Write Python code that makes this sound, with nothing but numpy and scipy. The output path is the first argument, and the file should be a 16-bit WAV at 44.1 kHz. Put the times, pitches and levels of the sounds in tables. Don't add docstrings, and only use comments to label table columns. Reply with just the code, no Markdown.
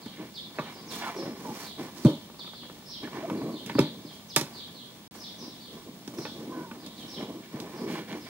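import sys
import numpy as np
from scipy import signal
from scipy.fft import rfft, irfft
from scipy.io import wavfile
from scipy.ndimage import uniform_filter1d

SR = 44100
rng = np.random.default_rng(int(sys.argv[2]) if len(sys.argv) > 2 else 0)


def output_pcm(signal):
    pcm = np.clip(np.atleast_2d(signal).T, -1, 1) * 32767
    wavfile.write(sys.argv[1], SR, np.round(pcm).astype(np.int16))


N = 365588
TIME = np.arange(N) / SR

# start and length in seconds, then relative levels in dB of the rub on
HAND_PULLS = [(0.172, 0.058, -42, -54.5, -81), (0.532, 0.17, -52, -51.5, -73),
              (0.74, 0.18, -47.5, -56.5, -83), (0.889, 0.096, -47.5, -44.5, -56),
              (0.988, 0.09, -41.5, -35.5, -59.5), (1.144, 0.057, -42.5, -48.5, -69),
              (1.2, 0.12, -34.5, -48, -71), (1.351, 0.17, -41.5, -52.5, -66),
              (1.523, 0.14, -49, -49.5, -60), (1.772, 0.085, -37, -47.5, -65.5),
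              (1.938, 0.15, -46, -55, -63), (2.594, 0.11, -51, -75, -77), (3.006, 0.032, -39.5, -52, -75),
              (3.107, 0.12, -40, -44.5, -75), (3.265, 0.26, -34, -59.5, -89.5),
              (3.595, 0.17, -42.5, -69, -71), (3.823, 0.19, -48, -65, -86), (4.43, 0.13, -57, -53.5, -70),
              (5.128, 0.028, -44, -49.5, -61), (5.379, 0.076, -40.5, -59.5, -75),
              (5.696, 0.077, -46, -63, -71), (5.85, 0.053, -43, -74, -112), (6.103, 0.34, -43, -62, -70.5),
              (6.462, 0.16, -38, -60, -83), (6.708, 0.15, -45.5, -57.5, -80),
              (6.962, 0.18, -46.5, -62, -70), (7.159, 0.079, -35, -48.5, -82),
              (7.256, 0.12, -41.5, -65, -85), (7.505, 0.29, -40.5, -50, -76), (7.78, 0.065, -37, -53, -71),
              (7.861, 0.12, -35, -46, -65), (8.065, 0.096, -37.5, -46.5, -69),
              (8.226, 0.041, -50, -53.5, -69)]
# start and length in seconds, relative level in dB.
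EDGE_RASPS = [(0.107, 0.15, -55), (0.64, 0.042, -49), (1, 0.05, -44), (3.018, 0.03, -49),
              (3.142, 0.082, -53), (3.288, 0.11, -59), (3.65, 0.06, -49.5), (3.768, 0.029, -43),
              (7.417, 0.026, -54), (7.67, 0.05, -64), (7.866, 0.12, -45.5), (8.073, 0.057, -47),
              (8.243, 0.05, -51.5)]
# start and length in seconds, first and last pitch in Hz, relative level in dB.
JACKET_SQUEAKS = [(1.03, 0.065, 978, 880, -37), (1.034, 0.068, 1460, 1327, -35.5),
                  (1.449, 0.081, 940, 870, -38), (1.18, 0.12, 530, 560, -37),
                  (3.043, 0.031, 1634, 1800, -46.5), (3.158, 0.032, 1020, 950, -49),
                  (3.229, 0.029, 614, 668, -31), (6.5, 0.17, 1027, 993, -46.5),
                  (6.526, 0.14, 1550, 1490, -51.5), (6.642, 0.082, 1002, 910, -47)]
# start in seconds, thud pitch in Hz, relative thud level in dB,
# clack pitch in Hz, relative clack level in dB, relative tick level in dB.
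TRIM_KNOCKS = [(0.06, 230, -34.5, 990, -40.5, -47), (0.586, 556, -27, 1160, -25.5, -60),
               (0.592, 242, -31, 1150, -24, -65), (1.453, 186, -43.5, 1020, -39, -58),
               (1.49, 308, -34, 1030, -40, -55), (2.049, 252, -6.5, 1170, -29, -36.5),
               (2.058, 179, -21, 1190, -41, -38), (2.068, 250, -34, 1130, -33, -41),
               (3.074, 225, -43, 1040, -36.5, -58), (3.147, 296, -35, 1030, -34.5, -55),
               (3.299, 585, -30, 1160, -29, -46), (3.416, 260, -27.5, 1120, -34, -67.5),
               (3.662, 179, -36, 2100, -47, -36.5), (3.697, 210, -31.5, 2070, -29, -57),
               (3.752, 244, -20, 1070, -31, -52), (3.785, 530, -13, 1390, -23.5, -44),
               (3.791, 355, -11.5, 2230, -25.5, -24.5), (3.796, 146.4, -15.5, 1010, -22, -50),
               (4.048, 282, -31.5, 1000, -65, -59), (4.362, 430, -23, 2300, -23, -13),
               (4.363, 256, -31, 2010, -16.5, -18), (4.412, 328, -26, 1970, -35, -27.5),
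               (6.077, 298, -32, 920, -40, -37.5), (6.185, 287, -27.5, 1110, -38, -42.5),
               (6.252, 563, -56, 1530, -30, -59), (6.713, 244, -34.5, 1450, -37, -65),
               (6.863, 220, -35.5, 3380, -50, -39), (7.54, 246, -28.5, 1000, -53, -66),
               (7.601, 231, -35, 1050, -45, -35.5)]
# start in seconds, relative level in dB.
LIGHT_CLICKS = [(2.298, -49), (2.344, -52), (2.394, -50), (2.444, -51), (2.476, -48.5), (2.534, -48),
                (2.633, -48), (2.698, -46)]
# pitch in Hz, relative level in dB, t60 in seconds before damping.
TRIM_MODES = [(154.7, -9, 0.72), (241, -0.5, 0.39), (298, -3.5, 0.54), (309.3, 2.5, 0.35), (391, -12, 0.56),
              (512, -50, 0.65), (534.5, -13, 0.23), (610, -49, 0.29), (720, -30, 0.077)]
# frequency in Hz, relative gain in dB.
RUB_EQ = [(50, -53), (100, -9.5), (150, -2.5), (240, 2.5), (340, -1.5), (450, -6.5), (570, -2.5),
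          (760, -19), (1000, -14.5), (1600, -34)]
SCRAPE_EQ = [(300, -17.5), (650, 4.5), (950, 6.5), (1200, -2), (1500, -2.5), (1900, -3), (2500, -7),
             (3300, -13.5), (6000, -19.5)]
HISS_EQ = [(1200, 3.5), (3000, 1), (5000, 5.5), (8000, -1), (12000, -7), (16000, -1.5)]
RASP_EQ = [(900, -18), (1500, 2), (2200, 1.5), (3000, -2.5), (4000, -2), (7000, -36)]
TICK_EQ = [(1200, -50), (2400, 3), (4200, 10.5), (6000, 7.5), (9000, 1), (12000, -5), (16000, -6)]
# multiple of its pitch, relative gain in dB.
CLACK_EQ = [(.15, -4.5), (.4, 10.5), (.7, 4), (1, 8.5), (1.3, -1.5), (1.8, -0.5), (2.7, -15.5), (5, -29.5)]
# start and length in seconds, first pitch in Hz, relative level in dB.
BIRD_CHIRPS = [(0.011, 0.096, 4880, -46.5), (0.34, 0.073, 4940, -39), (0.541, 0.13, 4580, -47),
               (0.865, 0.1, 6520, -41), (1.597, 0.15, 4540, -43), (2.037, 0.053, 4600, -37),
               (2.385, 0.048, 4900, -37), (2.45, 0.04, 3900, -41), (2.528, 0.13, 4590, -45.5),
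               (2.849, 0.16, 5420, -40), (3.51, 0.12, 4550, -43), (3.732, 0.13, 4700, -39),
               (4.04, 0.11, 5210, -48), (4.282, 0.087, 6150, -41.5), (4.529, 0.12, 4740, -40),
               (4.737, 0.11, 4530, -44), (5.18, 0.13, 5656, -40.5), (5.47, 0.11, 4730, -49),
               (5.595, 0.12, 4570, -46), (6.164, 0.15, 5690, -42), (6.79, 0.11, 5100, -48.5),
               (6.959, 0.085, 4500, -44.5), (7.07, 0.14, 5600, -42)]
# start in seconds, first pitch in Hz, relative level in dB.
BIRD_PEEPS = [(0.729, 5400, -48.5), (1.15, 5900, -41.5), (3.351, 4630, -52), (5.379, 5920, -43),
              (7.75, 5690, -51), (8.2, 5500, -50.5)]
# frequency in Hz, relative gain in dB.
HUSH_EQ = [(15, -37), (25, -19), (86, -8.5), (219, 3), (301, -7.5), (438, -10), (978, -20), (1540, -25.5),
           (2430, -25.5), (3540, -18), (6200, -27), (10600, -29), (11500, -28.5), (12400, -31),
           (15000, -33)]
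# frequency in Hz, rms level in dB.
WHINE_TONES = [(11806, -83), (11865, -73.5), (15644, -79), (15703, -66.5)]

PULL_ATTACK_S, PULL_RELEASE_T60 = 0.041, 0.34
CREEP_RUB_DB, CREEP_SCRAPE_DB, CREEP_HISS_DB = -57, -61, -73.5
CHATTER_HZ, CHATTER_HZ_PER_DB, CHATTER_DRIFT = 321, 4, 0.093
CHIRP_END_HZ, CHIRP_FALL_S = 3340, 0.105
PEEP_S, PEEP_SAG = 0.077, 0.87


def dragging(rub_gain, scrape_gain, hiss_gain):
    panel_slips = slips(rate=980, spread_db=1.5, grip_db=1.8, grip_rate=45)
    body = unit(colour(panel_slips, RUB_EQ))
    ring = unit(signal.fftconvolve(panel_slips, trim_ring(damping=4.9))[:N])
    pressure_db = 20 * np.log10(scrape_gain) - CREEP_SCRAPE_DB
    creak = chatter(slips(rate=1500, spread_db=1, grip_db=6.5, grip_rate=18), pressure_db, width_hz=233)
    rub = undb(-4) * (body + undb(-4.5) * ring) + undb(-6) * creak
    scrape = unit(colour(slips(rate=550, spread_db=1, grip_db=1.8, grip_rate=60), SCRAPE_EQ))
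    hiss = undb(11) * unit(colour(slips(rate=10000, spread_db=6.5, grip_db=0.7, grip_rate=52), HISS_EQ))
    return rub * rub_gain + scrape * scrape_gain + hiss * hiss_gain


def slips(rate, spread_db, grip_db, grip_rate):
    sizes = undb(spread_db * np.minimum(rng.exponential(size=N), 4)) * rng.choice([-1, 1], N)
    slipping = rng.random(N) < rate / SR
    return unit(slipping * sizes * undb(grip_db * wander(grip_rate)))


def chatter(pulses, pressure_db, width_hz):
    hz = (CHATTER_HZ + CHATTER_HZ_PER_DB * pressure_db) * (1 + CHATTER_DRIFT * wander(8.2))
    carrier = np.exp(2j * np.pi * np.cumsum(hz) / SR)
    pole = np.exp(-np.pi * width_hz / SR)
    smoothed = signal.lfilter([1], [1, -2 * pole, pole ** 2], pulses / carrier)
    return unit((carrier * smoothed).real)


def hand_effort():
    power = np.outer(undb([CREEP_RUB_DB, CREEP_SCRAPE_DB, CREEP_HISS_DB]) ** 2, np.ones(N))
    for start, length, *levels_db in HAND_PULLS:
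        for layer, db in zip(power, levels_db):
            add(layer, start, (undb(db) * stroke(length)) ** 2)
    return np.sqrt(power) * undb(wander(16))


def stroke(length):
    t = TIME[:SR]
    attack = np.sin(np.pi / 2 * np.minimum(t / PULL_ATTACK_S, 1))
    return attack * fade(np.maximum(t - length, 0), PULL_RELEASE_T60)


def rasps():
    gain = np.zeros(N)
    for start, length, db in EDGE_RASPS:
        add(gain, start, undb(db) * stroke(length))
    return gain * unit(colour(slips(rate=790, spread_db=-3, grip_db=0.5, grip_rate=44), RASP_EQ))


def squeaks():
    out = np.zeros(N)
    for start, length, start_hz, end_hz, db in JACKET_SQUEAKS:
        phase, swell = gliding_tone(length, start_hz, end_hz, waver=0.042, waver_rate=450)
        add(out, start, undb(db) * swell * (np.sin(phase) + undb(-25) * np.sin(2 * phase)))
    return out * undb(1.4 * wander(90))


def knocks():
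    out = np.zeros(N)
    for start, thud_hz, thud_db, clack_hz, clack_db, tick_db in TRIM_KNOCKS:
        add(out, start, undb(thud_db + 1) * thud(thud_hz, ring_db=-6, rumble_db=-9.5))
        boom_db = 1.25 * thud_db - 2.5
        add(out, start, undb(boom_db) * flex(hz=139, rise_cycles=1.48))
        add(out, start, undb(clack_db - 5.5) * clack(clack_hz, t60=0.025, tail_db=-14.5, tail_t60=0.24))
        add(out, start, undb(tick_db - 6.5) * crack(TICK_EQ, t60=0.0074, tail_db=-14, tail_t60=0.17))
    for start, db in LIGHT_CLICKS:
        add(out, start, undb(db) * clack(hz=1200, t60=0.012, tail_db=-8, tail_t60=0.11))
    return out


def thud(hz, ring_db, rumble_db):
    t = TIME[:SR // 2]
    ring = trim_ring(damping=2.3, reach_hz=1.6 * hz)
    rumble = colour(rng.standard_normal(len(t)) * fade(t, 0.28), RUB_EQ)
    tail = undb(ring_db) * ring / np.abs(ring).max() + undb(rumble_db) * rumble / np.abs(rumble).max()
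    return flex(hz, rise_cycles=1) + tail * (1 - np.exp(-t * hz))


def flex(hz, rise_cycles):
    cycles = TIME[:SR // 2] * hz
    rise = cycles / rise_cycles
    return -rise ** 2 * np.exp(2 - 2 * rise) * np.sin(2 * np.pi * cycles)


def trim_ring(damping, reach_hz=SR):
    t = TIME[:SR // 2]
    ring = np.zeros(len(t))
    for hz, db, t60 in TRIM_MODES:
        gain = undb(db) / np.hypot(1, (hz / reach_hz) ** 2)
        ring += gain * fade(t * damping, t60) * np.sin(2 * np.pi * hz * t + rng.uniform(0, 2 * np.pi))
    return ring


def clack(hz, t60, tail_db, tail_t60):
    return crack([(multiple * hz, db) for multiple, db in CLACK_EQ], t60, tail_db, tail_t60)


def crack(eq, t60, tail_db, tail_t60):
    t = TIME[:SR // 3]
    envelope = fade(t, t60) + undb(tail_db) * fade(t, tail_t60)
    burst = colour(rng.standard_normal(len(t)) * envelope, eq)
    return burst / np.sqrt(np.mean(burst[:SR // 100] ** 2))


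def doorway(x, wet_db, t60, left_treble_db):
    t = TIME[:SR // 6]
    response = two_ears(len(t), split_hz=5900) * fade(t, t60) * (1 - np.exp(-t / 0.0025))
    response = low_cut(response, hz=700, order=1)
    response *= undb(wet_db) / np.sqrt(np.sum(response[0] ** 2))
    response[0, 4] += 1
    response[1, 0] += 1
    ears = signal.fftconvolve(x[None], response)[:, :N]
    bass = signal.sosfiltfilt(signal.butter(1, 1800, fs=SR, output="sos"), ears)
    return bass + undb([[left_treble_db], [1.5]]) * (ears - bass)


def birds():
    song = np.zeros(N)
    calls = [(start, length, hz, CHIRP_END_HZ * (1 + 0.045 * rng.standard_normal()), db)
             for start, length, hz, db in BIRD_CHIRPS]
    calls += [(start, PEEP_S, hz, PEEP_SAG * hz, db) for start, hz, db in BIRD_PEEPS]
    for start, length, start_hz, end_hz, db in calls:
        whistle, swell = gliding_tone(length, start_hz, end_hz, waver=0.068, waver_rate=800,
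                                      glide_s=CHIRP_FALL_S, onset_waver=0.55, softness=0.6)
        rasp, _ = gliding_tone(length, 0.98 * start_hz, end_hz=3705, waver=0.1254, waver_rate=1300,
                               onset_waver=0.71)
        add(song, start, undb(db) * swell * (np.sin(whistle) + undb(-4) * np.sin(rasp)))
    return song * unit(undb(2 * wander(130)))


def yard(x, direct_db, t60, echo_rate):
    t = TIME[:SR]
    echoes = rng.standard_normal((2, len(t))) * (rng.random((2, len(t))) < echo_rate / SR)
    response = echoes * fade(t, t60) * (1 - 0.5 * fade(t, 0.26))
    response /= np.sqrt(np.sum(response ** 2, axis=1, keepdims=True))
    return undb(direct_db) * x + undb([[-0.8], [1.1]]) * signal.fftconvolve(x[None], response)[:, :N]


def background():
    hush = unit(np.array([colour(x, HUSH_EQ) for x in two_ears(N, split_hz=800)]))
    air = unit(signal.sosfilt(signal.butter(1, 30, fs=SR, output="sos"), rng.standard_normal((2, N))))
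    whine = sum(undb(db) * np.sqrt(2) * np.sin(2 * np.pi * hz * TIME) for hz, db in WHINE_TONES)
    return hush * undb(-50 + 0.3 * wander(5.9)) + undb(-94) * air + whine


def gliding_tone(length, start_hz, end_hz, waver, waver_rate, glide_s=1, onset_waver=1, softness=0.18):
    progress = np.linspace(0, 1, int(length * SR))
    knots = np.arange(0, length, 1 / waver_rate)
    jitter = np.interp(progress * length, knots, rng.standard_normal(1024)[:len(knots)])
    jitter *= np.interp(progress, [0, 0.5], [onset_waver, 1])
    hold = max(1 - glide_s / length, 0)
    glide = np.sin(np.pi / 2 * np.clip((progress - hold) / (1 - hold) / 0.7, 0, 1)) ** 2
    hz = start_hz * (end_hz / start_hz) ** glide * (1 + waver * jitter)
    return 2 * np.pi * np.cumsum(hz) / SR, np.abs(np.sin(np.pi * progress)) ** softness


def two_ears(count, split_hz):
    mid, side = rng.standard_normal((2, count))
    side = undb(-12) * side + low_cut(side, split_hz, order=2)
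    return np.array([mid + side, mid - side])


def colour(x, eq):
    hz, db = np.transpose(eq)
    size = 4096
    bin_hz = np.maximum(np.arange(size // 2 + 1), 0.5) * SR / size
    point_hz = np.r_[hz[0] / 2, hz, hz[-1] * 2]
    curve_db = np.interp(np.log(bin_hz), np.log(point_hz), np.r_[db[0] - 20, db, db[-1] - 20])
    cepstrum = irfft(np.log(undb(curve_db)))
    causal = np.r_[cepstrum[0], 2 * cepstrum[1:size // 2]]
    response = irfft(np.exp(rfft(causal, size)))
    return signal.fftconvolve(x, response)[:len(x)]


def low_cut(x, hz, order):
    return signal.sosfilt(signal.butter(order, hz, "high", fs=SR, output="sos"), x)


def wander(rate):
    step = int(SR / rate)
    held = np.repeat(rng.standard_normal(N // step + 1), step)
    return unit(uniform_filter1d(held, step)[:N])


def fade(t, t60):
    return np.exp(-np.log(1000) * t / t60)


def undb(db):
    return 10 ** (np.asarray(db) / 20)


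def unit(x):
    return x / np.sqrt(np.mean(x ** 2))


def add(out, start, x):
    i = max(int(start * SR), 0)
    out[i:i + len(x)] += x[:max(N - i, 0)]


def scene():
    blows = doorway(low_cut(knocks(), hz=100, order=3), wet_db=-1, t60=0.012, left_treble_db=-4)
    gains = hand_effort()
    friction = dragging(*gains) + rasps() + squeaks()
    drag = doorway(low_cut(friction, hz=100, order=3), wet_db=-1.5, t60=0.018, left_treble_db=-3.5)
    scattered = low_cut([dragging(*gains), dragging(*gains)], hz=1500, order=2)
    cable = blows + drag + undb([[-5], [-1]]) * scattered
    return cable + yard(birds(), direct_db=-6, t60=0.5, echo_rate=2000) + background()


def record(dry):
    ceiling, top_hz = 0.85, 15900
    gap_start_s, gap_end_s = 5.078, 5.110
    rounded = dry / (1 + (dry / ceiling) ** 6) ** (1 / 6)
    gate = (TIME < gap_start_s) | (TIME > gap_end_s)
    return signal.sosfilt(signal.ellip(10, 0.2, 80, top_hz, fs=SR, output="sos"), rounded * gate)


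dry = scene()
out = record(dry)
output_pcm(out)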